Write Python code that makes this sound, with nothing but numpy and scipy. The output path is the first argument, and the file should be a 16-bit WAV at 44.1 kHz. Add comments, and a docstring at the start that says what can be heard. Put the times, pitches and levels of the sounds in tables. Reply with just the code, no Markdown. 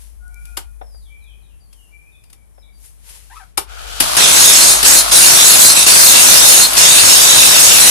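"""A woodturning workshop, close to a small lathe. A wooden billet is knocked in, twisted until it squeaks, and
spun up; a hand chisel then roughs it down in long and short strokes. Chips tear off, pulsing once a turn, and
set the steel blade ringing, so loud that the peaks are cut flat. A motor drones underneath, and before the cut,
birds and a far rooster carry in from the yard."""
import sys
import numpy as np
from scipy import signal
from scipy.fft import rfft, irfft, next_fast_len
from scipy.io import wavfile
from scipy.ndimage import uniform_filter1d, map_coordinates

SR = 44100
rng = np.random.default_rng(int(sys.argv[2]) if len(sys.argv) > 2 else 0)


def wav_out(sig):
    """Save sig, one row per channel (or a flat mono array), as 16-bit PCM at SR to the path in sys.argv[1]."""
    wavfile.write(sys.argv[1], SR, np.round(np.clip(np.atleast_2d(sig).T, -1, 1) * 32767).astype(np.int16))


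N = 348390
T = np.arange(N) / SR

# Levels in the tables are relative; each layer gets its own trim in the mix.
# chisel strokes, the last three columns riding on the hiss:
# start_s, end_s, settle_s, release_s, hiss_db, rasp_db, wood_db, ring_db
STROKES = [(4.17, 4.7, 0.17, 0.068, -8.5, -6, -12.5, -2),
           (4.846, 4.988, 0.022, 0.026, -7, -5.5, -13.5, -5.5),
           (5.114, 5.715, 0.011, 0.065, -8.5, -7, -12, -2.5),
           (5.76, 5.831, .03, 0.019, -13.5, -2, -16.5, -6),
           (5.862, 6.628, 0.0088, 0.042, -7.5, -6.2, -13, -4.5),
           (6.766, 8.303, 0.011, .025, -9, -3, -12.5, -3)]
# colours of the cut: freq_hz, level_db
CHIP_HISS_EQ = [(2650, -41), (4500, -8.5), (6360, -1.5), (6630, 3), (7230, -2.5), (7980, 0.5), (9710, 0.5),
                (13700, -6.5), (15400, -33)]  # bright spray of chips
CHIP_RASP_EQ = [(1180, -18.5), (2000, -8.5), (2420, -9), (2700, -3), (3040, -6.5), (3760, 0.5),
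                (4070, -7.5), (5500, -4), (7150, -10), (12100, -120)]  # coarse tearing
WOOD_BODY_EQ = [(29, -49), (50, -9.5), (456, -3.5), (546, 0), (891, -2), (1070, -1.5), (1180, -6),
                (1560, -1.5), (1920, -6.5), (2500, -2), (3250, -6.5), (5500, -120)]  # the shaken billet
# bending modes of the chisel blade: pitch_hz, width_hz, level_db, pan_db
BLADE_MODES = [(3680, 70, -9, -3), (3990, 60, -10, -3), (4265, 28, -3, -6), (4785, 60, -6, -7),
               (5165, 40, -8, -2), (5700, 70, -6, 3), (6122, 30, -6, 0), (6675, 55, 0, 0),
               (7170, 30, -7, 0), (7712, 25, 2, -4), (8260, 55, -5, 0), (8820, 55, -3, 0),
               (9428, 30, -1, 5), (9980, 40, -4, 4), (10622, 35, -4, 8), (11202, 35, -3, 9)]
# stick-slip of the edge: start_s, length_s, first_slip_hz, last_slip_hz, level_db
SQUEALS = [(4.57, .14, 266.5, 266, -18), (4.965, .06, 266.5, 266, -12), (5.66, .07, 266.5, 266, -20),
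           (6.61, .06, 267, 266.5, -11)]
# steely colour of the squeal: freq_hz, level_db
SQUEAL_EQ = [(2000, -30), (3300, -15), (3700, -16), (4000, -7), (4265, 0), (4530, -24), (4790, -6),
             (5500, -17), (9000, -13), (11200, -14)]
# colours of the spinning billet: freq_hz, level_db
RATTLE_EQ = [(88, -45), (150, -15), (357, -19), (418, -9), (605, -9), (708, -3), (1050, -12), (1360, 1),
             (1940, -12.5), (2480, -7.5), (4500, -35), (5850, -37), (9900, -120)]  # rattle on the centres
WHIRR_EQ = [(1760, -34), (3000, 5), (3750, 1.5), (12200, -8.5), (14400, -20), (14700, -43), (15000, -74)]  # airy top of the spin
CHATTER_EQ = [(59, -43), (100, -29), (477, -39), (616, 5), (851, 0), (1270, 0), (1740, -8), (2500, -22),
              (3250, -36), (5500, -120)]  # blade riding on the wood
SKIM_EQ = [(1060, -12), (1800, -8), (4140, -3.5), (8210, -8), (10800, -3), (14200, -19), (14600, -32),
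           (15000, -67)]  # its light, bright scrape
# knocks of billet and chisel, and at 2.24-2.33 s shavings snapping with a fuller body: time_s, crack_db,
# wood_vs_crack_db
KNOCKS = [(0.454, -35, -17), (0.5718, -7.5, -9), (1.729, -33.5, -26), (2.2385, -38.5, -30),
          (2.3005, -36, -30), (2.3297, -30.5, -36), (3.5768, 1, -6.5), (4.004, 9.5, -46), (4.152, -9, -27),
          (4.1676, 3.5, -20), (4.829, 5, -36), (6.733, -2, -33), (6.752, -2.5, -17)]
# sharp attack of a knock: freq_hz, level_db
CRACK_EQ = [(1060, -3), (1800, -2), (3560, 3.5), (4040, -3), (4820, 2), (5810, -2), (6990, -4.5), (9540, 5),
            (13800, -5.5), (15000, -35)]
# dull modes of the billet: pitch_hz, width_hz, level_db
BILLET_MODES = [(400, 55, 1.5), (786, 50, 9.5), (922, 70, 8.5), (1190, 190, 3), (1556, 29, 2.5),
                (1760, 22, -16), (2210, 54, -23)]
# bumps against the lathe bed: time_s, level_db
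BUMPS = [(0.814, -22), (0.946, -41), (2.58, -36.5)]
# hollow colour of the bed: freq_hz, level_db
BED_EQ = [(150, -45), (250, -14), (734, 2), (1110, -15), (1450, -13.5), (2630, -26), (3090, -31),
          (3520, -20), (5050, -57), (5470, -30), (6000, -50), (7800, -80), (13200, -120)]
# sweeps of the hand over billet and shavings: peak_s, rise_s, fall_s, rub_db, brush_db
HAND_SWEEPS = [(.02, .05, 0.073, -52.5, -47.5), (.49, 0.12, .12, -62, -54.5), (.97, 0.083, 0.21, -82, -64),
               (1.78, 0.04, 0.16, -78, -61), (2.856, 0.042, 0.055, -52.5, -44.5),
               (3.098, 0.039, 0.044, -44, -42), (3.158, 0.027, 0.07, -49, -46.5),
               (3.372, 0.087, 0.081, -49, -50)]
# squeaks of the twisted billet: start_s, length_s, first_hz, last_hz, level_db
SQUEAKS = [(3.3, 0.051, 770, 995, -46), (3.355, 0.034, 1236, 1295, -45.5), (3.385, 0.057, 1030, 655, -47.5)]
# colours of the handling: freq_hz, level_db
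RUSTLE_EQ = [(2350, -22), (4000, -12), (4800, -7), (5350, -4), (7310, -2.5), (10600, 6.5), (13700, -6),
             (14500, -54)]  # dry shavings
RUB_EQ = [(240, -39), (400, -10), (730, -12), (915, -5), (1100, -10), (2460, -4), (4170, -6.5), (8000, -9),
          (10400, -27), (17600, -120)]  # wood on steel
SQUEAK_EQ = [(600, -9), (900, -2), (1300, 5), (1900, -2.5), (3000, -6), (6000, -2)]  # body of the squeak
# shavings snapping: time_s, level_db
SNAPS = [(0.2793, -33), (0.3436, -28), (0.455, -24), (1.2414, -41), (2.331, -29)]
# fader ride on motor and belt: time_s, level_db
DRONE_RIDE = [(0, -41.5), (.5, -37.5), (1.1, -42.5), (2.1, -52), (2.9, -46.5), (3.6, -46), (3.85, -39.5),
              (4.1, -42.5), (4.8, -36.5), (5.5, -43), (7.9, -47)]
# still air of the shop: freq_hz, level_db
ROOM_TONE_EQ = [(41, -5), (70, 3.5), (271, -15), (802, -18), (1430, -25), (2320, -25), (2780, -33),
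                (3100, -27), (4620, -37), (10300, -61.5), (14000, -44)]
# one bird's repeated rising whistle: start_s
WHISTLE_STARTS = [.29, 1.06, 1.88]
# falling chirps and the rooster's crow: start_s, length_s, first_hz, last_hz, level_db
CHIRPS = [(0.818, .19, 5480, 4530, -54.5), (.98, .12, 4540, 2970, -59), (1.198, 0.14, 4220, 2830, -58),
          (1.407, 0.13, 4410, 2480, -60), (1.597, 0.093, 4810, 4200, -64), (1.702, 0.17, 3300, 2640, -59),
          (2.118, 0.046, 3750, 3430, -59.5), (2.208, .07, 4950, 4700, -66), (2.351, 0.048, 2390, 2200, -62),
          (2.532, .088, 5450, 5070, -62), (2.6, .13, 2315, 2230, -66), (2.62, 0.0247, 4020, 3400, -57.5),
          (2.724, .065, 4720, 4540, -65.5)]
ROOSTER = [(.19, 0.12, 722, 720, -51.5), (.31, 0.24, 725, 707, -57)]
# likeness of left and right: freq_hz, correlation
STEREO_LIKENESS = [(60, -1.1), (110, -0.22), (200, -0.3), (380, -0.43), (700, -0.68), (1290, -0.13),
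                   (2380, -0.16), (4400, -0.002), (8120, -0.16), (15000, -0.17)]
# placement of the cut and the bench, positive to the left: freq_hz, pan_db
CUT_PAN = [(60, -9), (110, 0.5), (200, 1.5), (380, -1), (700, 1.5), (1290, 2), (2380, -1), (4400, -3),
           (8120, 4), (15000, 6)]
BENCH_PAN = [(100, 4.5), (700, 8.5), (2500, 0), (9000, 8)]
# reverb of workshop and yard: freq_hz, t60_s
SHOP_DECAY = [(200, 0.18), (2000, 0.17), (10000, .14)]
YARD_DECAY = [(500, 0.96), (2400, 0.76), (5000, 0.25)]

BITE_HISS_DB, BITE_RASP_DB, BITE_WOOD_DB = -6.5, 10, 6.5  # the edge digs in: darker and coarser
EASE_S, EASE_RASP_DB, EASE_RING_DB = 0.07, -7, 6.5  # it eases off: the blade rings freely
DAMPING_DB_PER_S = 4  # the ring fades while the edge stays buried
BELT_GRIPS_S, SPIN_UP_S, RUN_IN_S = 3.66, 0.0475, 0.39
TURNS_PER_S, LOAD_SAG = 55.5, 0.0145  # free speed, and the share lost in a cut
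WHISTLE_S, WHISTLE_FROM_HZ, WHISTLE_TO_HZ, WHISTLE_DB = 0.24, 2266, 2550.5, -54
TOP_HZ = 15800


def cutting(angle):
    """The edge tears chips from the billet; the same tearing shakes the wood and rings the blade."""
    hiss, rasp, body, ringing = sum(stroke(*row) for row in STROKES)
    ring = ringing / (hiss + 1e-12)
    hiss = hiss * amp(1.02 * wobble(14))  # the hand's pressure wanders
    rasp = rasp * amp(0.7 * wobble(7.9))
    feed = throb(angle, depth=0.057) * amp(0.26 * wobble(60))
    spray = shaped(patchy(grains(per_s=16000, spread_db=3), depth_db=3.5), CHIP_HISS_EQ, CUT_PAN)
    tearing = shaped(patchy(grains(per_s=9000, spread_db=1), depth_db=4), CHIP_RASP_EQ, CUT_PAN)
    chips = amp(4) * (hiss * spray + rasp * tearing)
    shaking = shaped(grains(per_s=5000, spread_db=0.5), WOOD_BODY_EQ, CUT_PAN)
    wood = amp(5.5) * body * throb(angle, depth=0.033) * shaking
    force = np.sqrt(np.abs(uniform_filter1d(np.mean(chips ** 2, axis=0), size=800)))
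    steel = ring * force * blade(swell_db=3)
    # what goes into the ring of the blade is taken from the chips
    return feed * (wood + (chips + steel) / np.sqrt(1 + ring ** 2))


def stroke(start, end, settle, release, hiss_db, rasp_db, wood_db, ring_db):
    """The edge digs in, settles to an even cut and eases off: envelopes of hiss, rasp, wood and ring."""
    age = np.maximum(T - start, 0)
    bite = np.exp(-(age / settle) ** 2)
    ease = np.exp(-np.maximum(end - T, 0) / EASE_S)
    hiss = amp(hiss_db + BITE_HISS_DB * bite) * gate(start, end, rise=0.0059, fall=release)
    rasp = amp(rasp_db + BITE_RASP_DB * bite + EASE_RASP_DB * ease)
    wood = amp(wood_db + BITE_WOOD_DB * bite)
    ring = amp(ring_db - DAMPING_DB_PER_S * age + EASE_RING_DB * ease)
    return np.array([hiss, hiss * rasp, hiss * wood, hiss * ring])


def edge_load():
    """How firmly the edge is in the wood, 0-1."""
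    contacts = [gate(start, end, rise=.003, fall=release) for start, end, _, release, *_ in STROKES]
    return np.max(contacts, axis=0)


def blade(swell_db):
    """Each mode of the steel swells and fades as the contact point moves."""
    out = np.zeros((2, N))
    for hz, width, db, pan_db in BLADE_MODES:
        pole = np.exp((2j * np.pi * hz - np.pi * width) / SR)
        mode = signal.lfilter([width], [1, -pole], rng.standard_normal(N))
        mode *= amp(db + swell_db * wobble(11))
        # left and right sit at different points of the mode's sound field
        shifted = mode * np.exp(1j * rng.normal(0, .8))
        out += pan(pan_db) * np.array([mode.real, shifted.real])
    return unit(out)


def squeals():
    """The edge sticks and slips as it eases off, turning the ring into a brief buzzing squeal."""
    slip_hz = SQUEALS[0][2]
    overtones_db = along(SQUEAL_EQ, slip_hz * np.arange(1, 43))
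    return pan(-3) * glides(SQUEALS, overtones_db, rough=.002, flutter_db=1.5)


def spindle(angle):
    """The billet rattles and whirrs on its centres, and chatters once the blade rests on it."""
    run_in_left = np.clip(1 - (T - BELT_GRIPS_S) / RUN_IN_S, 0, 1)
    rattle = shaped(grains(per_s=5000, spread_db=1.5), RATTLE_EQ, BENCH_PAN)
    rattle *= amp(-30.5 - 8.5 * run_in_left) * throb(angle, depth=0.13)
    whirr = shaped(grains(per_s=8000, spread_db=3), WHIRR_EQ, BENCH_PAN)
    whirr *= amp(-26 - 18.5 * run_in_left)
    chatter = amp(-20.5) * throb(angle, depth=.4) * shaped(noise(), CHATTER_EQ, CUT_PAN)
    skim_gain = amp(-17 + 0.56 * wobble(70)) * throb(angle, depth=0.091)
    skim = skim_gain * shaped(grains(per_s=5500, spread_db=0.5), SKIM_EQ, CUT_PAN)
    blade_resting = fade_in(4.005, rise=0.02)
    return fade_in(BELT_GRIPS_S, SPIN_UP_S) * (rattle + whirr) + blade_resting * (chatter + skim)


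def knocks():
    """Each blow, or fuller snap of a shaving, is a sharp crack, a short clatter and the dull ring of the
    billet."""
    crack, push = np.zeros((2, N))
    for s, db, wood_db in KNOCKS:
        hit = gate(s - .001, s + 0.0013, rise=0.0073, fall=0.0027)
        clatter = 0.15 * gate(s - .004, s, rise=0.0032, fall=0.0085)
        crack += amp(db) * (hit + clatter)
        push += amp(db + wood_db) * (hit + clatter)
    attack = amp(-3) * crack * shaped(noise(), CRACK_EQ, BENCH_PAN)
    billet_rms = np.sqrt(np.mean(np.abs(billet(np.linspace(0, SR / 2, 4096))) ** 2))
    thud = amp(-2.5) * pan(1.3) * filtered(push * noise(), billet) / billet_rms
    direct = attack + thud
    return direct + amp(-4) * reverb(direct, SHOP_DECAY)


def billet(freq_hz):
    """The wood's response: its modes added with alternating polarity."""
    return sum((-1) ** k * amp(db) * resonance(freq_hz, hz, width)
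               for k, (hz, width, db) in enumerate(BILLET_MODES))


def bumps():
    """The billet bumps against the hollow bed."""
    blows = np.zeros(N)
    for s, db in BUMPS:
        hit = gate(s - .001, s + 0.0021, rise=0.00078, fall=0.0073)
        tail = 0.17 * gate(s, s, rise=0.004, fall=0.049)
        blows += amp(db) * (hit + tail)
    return amp(-8) * blows * shaped(noise(), BED_EQ, BENCH_PAN)


def handling():
    """A hand brushes shavings aside and twists the billet, which rubs and squeaks on its centres."""
    pressure = np.zeros(N)
    brush = amp(-64) * gate(0, 2.64, rise=0.32, fall=0.12)  # loose shavings under the arm
    for s, rise, fall, rub_db, brush_db in HAND_SWEEPS:
        touch = np.exp(-np.maximum((s - T) / rise, (T - s) / fall))
        pressure += amp(rub_db) * touch
        brush += amp(brush_db) * touch
    rustle = amp(2) * brush * shaped(grains(per_s=22000, spread_db=2), RUSTLE_EQ, BENCH_PAN)
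    rub = amp(0.5) * pressure * shaped(grains(per_s=7000, spread_db=2.5), RUB_EQ, BENCH_PAN)
    slips = glides(SQUEAKS, overtones_db=[0, -3, -10, -17], rough=.06, flutter_db=1.5)
    squeak = filtered(slips, lambda hz: amp(along(SQUEAK_EQ, hz)))
    squeak_tail = reverb(squeak, decay=[(1500, 0.21)])
    return rustle + rub + pan(5.9) * (amp(3) * squeak + amp(0.5) * squeak_tail)


def snaps():
    """A dry shaving breaks with one tiny tick."""
    ticks = sum(amp(db) * gate(s, s + .001, rise=.0005, fall=.001) for s, db in SNAPS)
    return amp(-8.5) * ticks * shaped(noise(), RUSTLE_EQ, BENCH_PAN)


def motor(free_running):
    """A low, wavering drone that swells while the billet spins with no load."""
    rumble = unit(filtered(noise(), lambda f: resonance(f, hz=55.4, width=25) ** 2))
    hum = np.sqrt(2) * np.sin(2 * np.pi * 51 * T + 0.93 * wobble(5.7))
    wide_hum = np.array([[1.3], [-.4]]) * hum  # opposite in phase left and right
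    ride_db = np.interp(T, *np.transpose(DRONE_RIDE))
    level_db = ride_db + 3.5 + 0.5 * wobble(12) + 4 * free_running
    return amp(level_db) * unit(0.34 * rumble + wide_hum)


def outdoors():
    """Songbirds and a far rooster, blurred by the yard."""
    whistles = [(s, WHISTLE_S, WHISTLE_FROM_HZ, WHISTLE_TO_HZ, WHISTLE_DB) for s in WHISTLE_STARTS]
    birds = glides(whistles + CHIRPS, overtones_db=[0], rough=.012, flutter_db=3)
    crow = glides(ROOSTER, overtones_db=[-12, 0, -26], rough=.009, flutter_db=2)
    calls = birds + amp(-0.5) * crow
    return pan(4) * amp(-3.5) * (0.46 * calls + reverb(calls, YARD_DECAY))


def room_tone():
    """The still air of the shop, a faint dark bed."""
    return amp(-55) * shaped(noise(), ROOM_TONE_EQ, BENCH_PAN)


def amp(db):
    """Decibels to gain."""
    return 10 ** (np.asarray(db) / 20)


def unit(x):
    """Scaled to rms 1."""
    return x / np.sqrt(np.mean(x ** 2) + 1e-20)


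def along(points, hz):
    """A curve of (freq_hz, value) points read on a log axis."""
    freqs, values = np.transpose(points)
    return np.interp(np.log(hz + 1), np.log(freqs + 1), values)


def fade_in(start, rise):
    """A straight ramp up to 1 that stays open."""
    return np.clip((T - start) / rise, 0, 1)


def gate(start, end, rise, fall):
    """Opens at start and dies away after end; all in seconds."""
    return fade_in(start, rise) * np.exp(-np.maximum(T - end, 0) / fall)


def wobble(per_s):
    """A smooth random curve with per_s knots a second."""
    return map_coordinates(rng.standard_normal(int(N * per_s / SR) + 4), [T * per_s])


def throb(angle, depth):
    """The billet's high side comes round once a turn."""
    return unit(np.exp(depth * (np.cos(angle) + .5 * np.cos(2 * angle))))


def filtered(x, response):
    """x through a response given as a function of frequency."""
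    size = next_fast_len(N + SR // 4)
    return irfft(rfft(x, size) * response(np.fft.rfftfreq(size, 1 / SR)), size)[..., :N]


def resonance(f, hz, width):
    """Causal response of one mode."""
    return 1j * f * width / (hz * hz - f * f + 1j * f * width)


def pan(pan_db):
    """Left and right gains for a level difference."""
    return amp(np.array([[.5], [-.5]]) * pan_db)


def noise():
    """Two unrelated white noises."""
    return rng.standard_normal((2, N))


def grains(per_s, spread_db):
    """Two streams of tiny clicks of uneven size."""
    clicks = noise() * (rng.random((2, N)) < per_s / SR)
    return unit(clicks * amp(spread_db * noise()))


def shaped(pair, eq, placement):
    """A pair of white signals given colour, width and place, at rms 1."""
    size = next_fast_len(N + SR // 4)
    hz = np.fft.rfftfreq(size, 1 / SR)
    spread = np.arccos(np.clip(along(STEREO_LIKENESS, hz), -1, 1)) / 2
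    mid, side = rfft(pair, size) * amp(along(eq, hz)) * [np.cos(spread), np.sin(spread)]
    stereo = np.array([mid + side, mid - side]) * pan(along(placement, hz))
    return unit(irfft(stereo, size)[:, :N])


def patchy(pair, depth_db):
    """The colour shifts at random from moment to moment."""
    frames = signal.stft(pair, nperseg=512)[2]
    patches = uniform_filter1d(rng.standard_normal(frames.shape[1:]), size=6, axis=0)
    patches = uniform_filter1d(patches, size=14, axis=1)
    return signal.istft(frames * amp(depth_db * unit(patches)), nperseg=512)[1][:, :N]


def reverb(x, decay):
    """A diffuse tail whose decay time follows a curve of (freq_hz, t60_s) points."""
    hz, t, frames = signal.stft(rng.standard_normal((2, SR // 2)), SR, nperseg=256)
    tail = signal.istft(frames * amp(-60 * t / along(decay, hz)[:, None]), SR, nperseg=256)[1]
    return signal.fftconvolve(np.atleast_2d(x), tail / np.linalg.norm(tail[0]), axes=1)[:, :N]


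def glides(rows, overtones_db, rough, flutter_db):
    """Gliding tones with an unsteady pitch and level."""
    out = np.zeros(N)
    waver, flutter = 1 + rough * wobble(260), amp(flutter_db * wobble(35))
    for s, length, first_hz, last_hz, db in rows:
        progress = np.linspace(0, 1, round(length * SR))
        span = slice(round(s * SR), round(s * SR) + len(progress))
        pitch_hz = first_hz * (last_hz / first_hz) ** progress * waver[span]
        phase = 2 * np.pi * np.cumsum(pitch_hz) / SR
        tone = sum(amp(level) * np.sin(k * phase) for k, level in enumerate(overtones_db, 1))
        arch = np.sqrt(np.abs(np.sin(np.pi * progress)))
        out[span] += amp(db) * unit(tone * arch)
    return out * flutter


def scene():
    """The mix: cut and spindle pulse to the same rotation, which sags as the edge loads the motor."""
    running, load = fade_in(BELT_GRIPS_S, SPIN_UP_S), edge_load()
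    angle = 2 * np.pi * np.cumsum(TURNS_PER_S * running * (1 - LOAD_SAG * load)) / SR
    lathe = cutting(angle) + squeals() + spindle(angle) + motor(running * (1 - load))
    return lathe + room_tone() + knocks() + bumps() + snaps() + handling() + outdoors()


def record(dry):
    """The sound is clipped flat at full scale, and a steep low-pass takes off the very top."""
    return filtered(np.clip(dry, -1, 1), lambda hz: np.clip((TOP_HZ - hz) / 500, 0, 1) ** 2)


dry = scene()
out = record(dry)
wav_out(out)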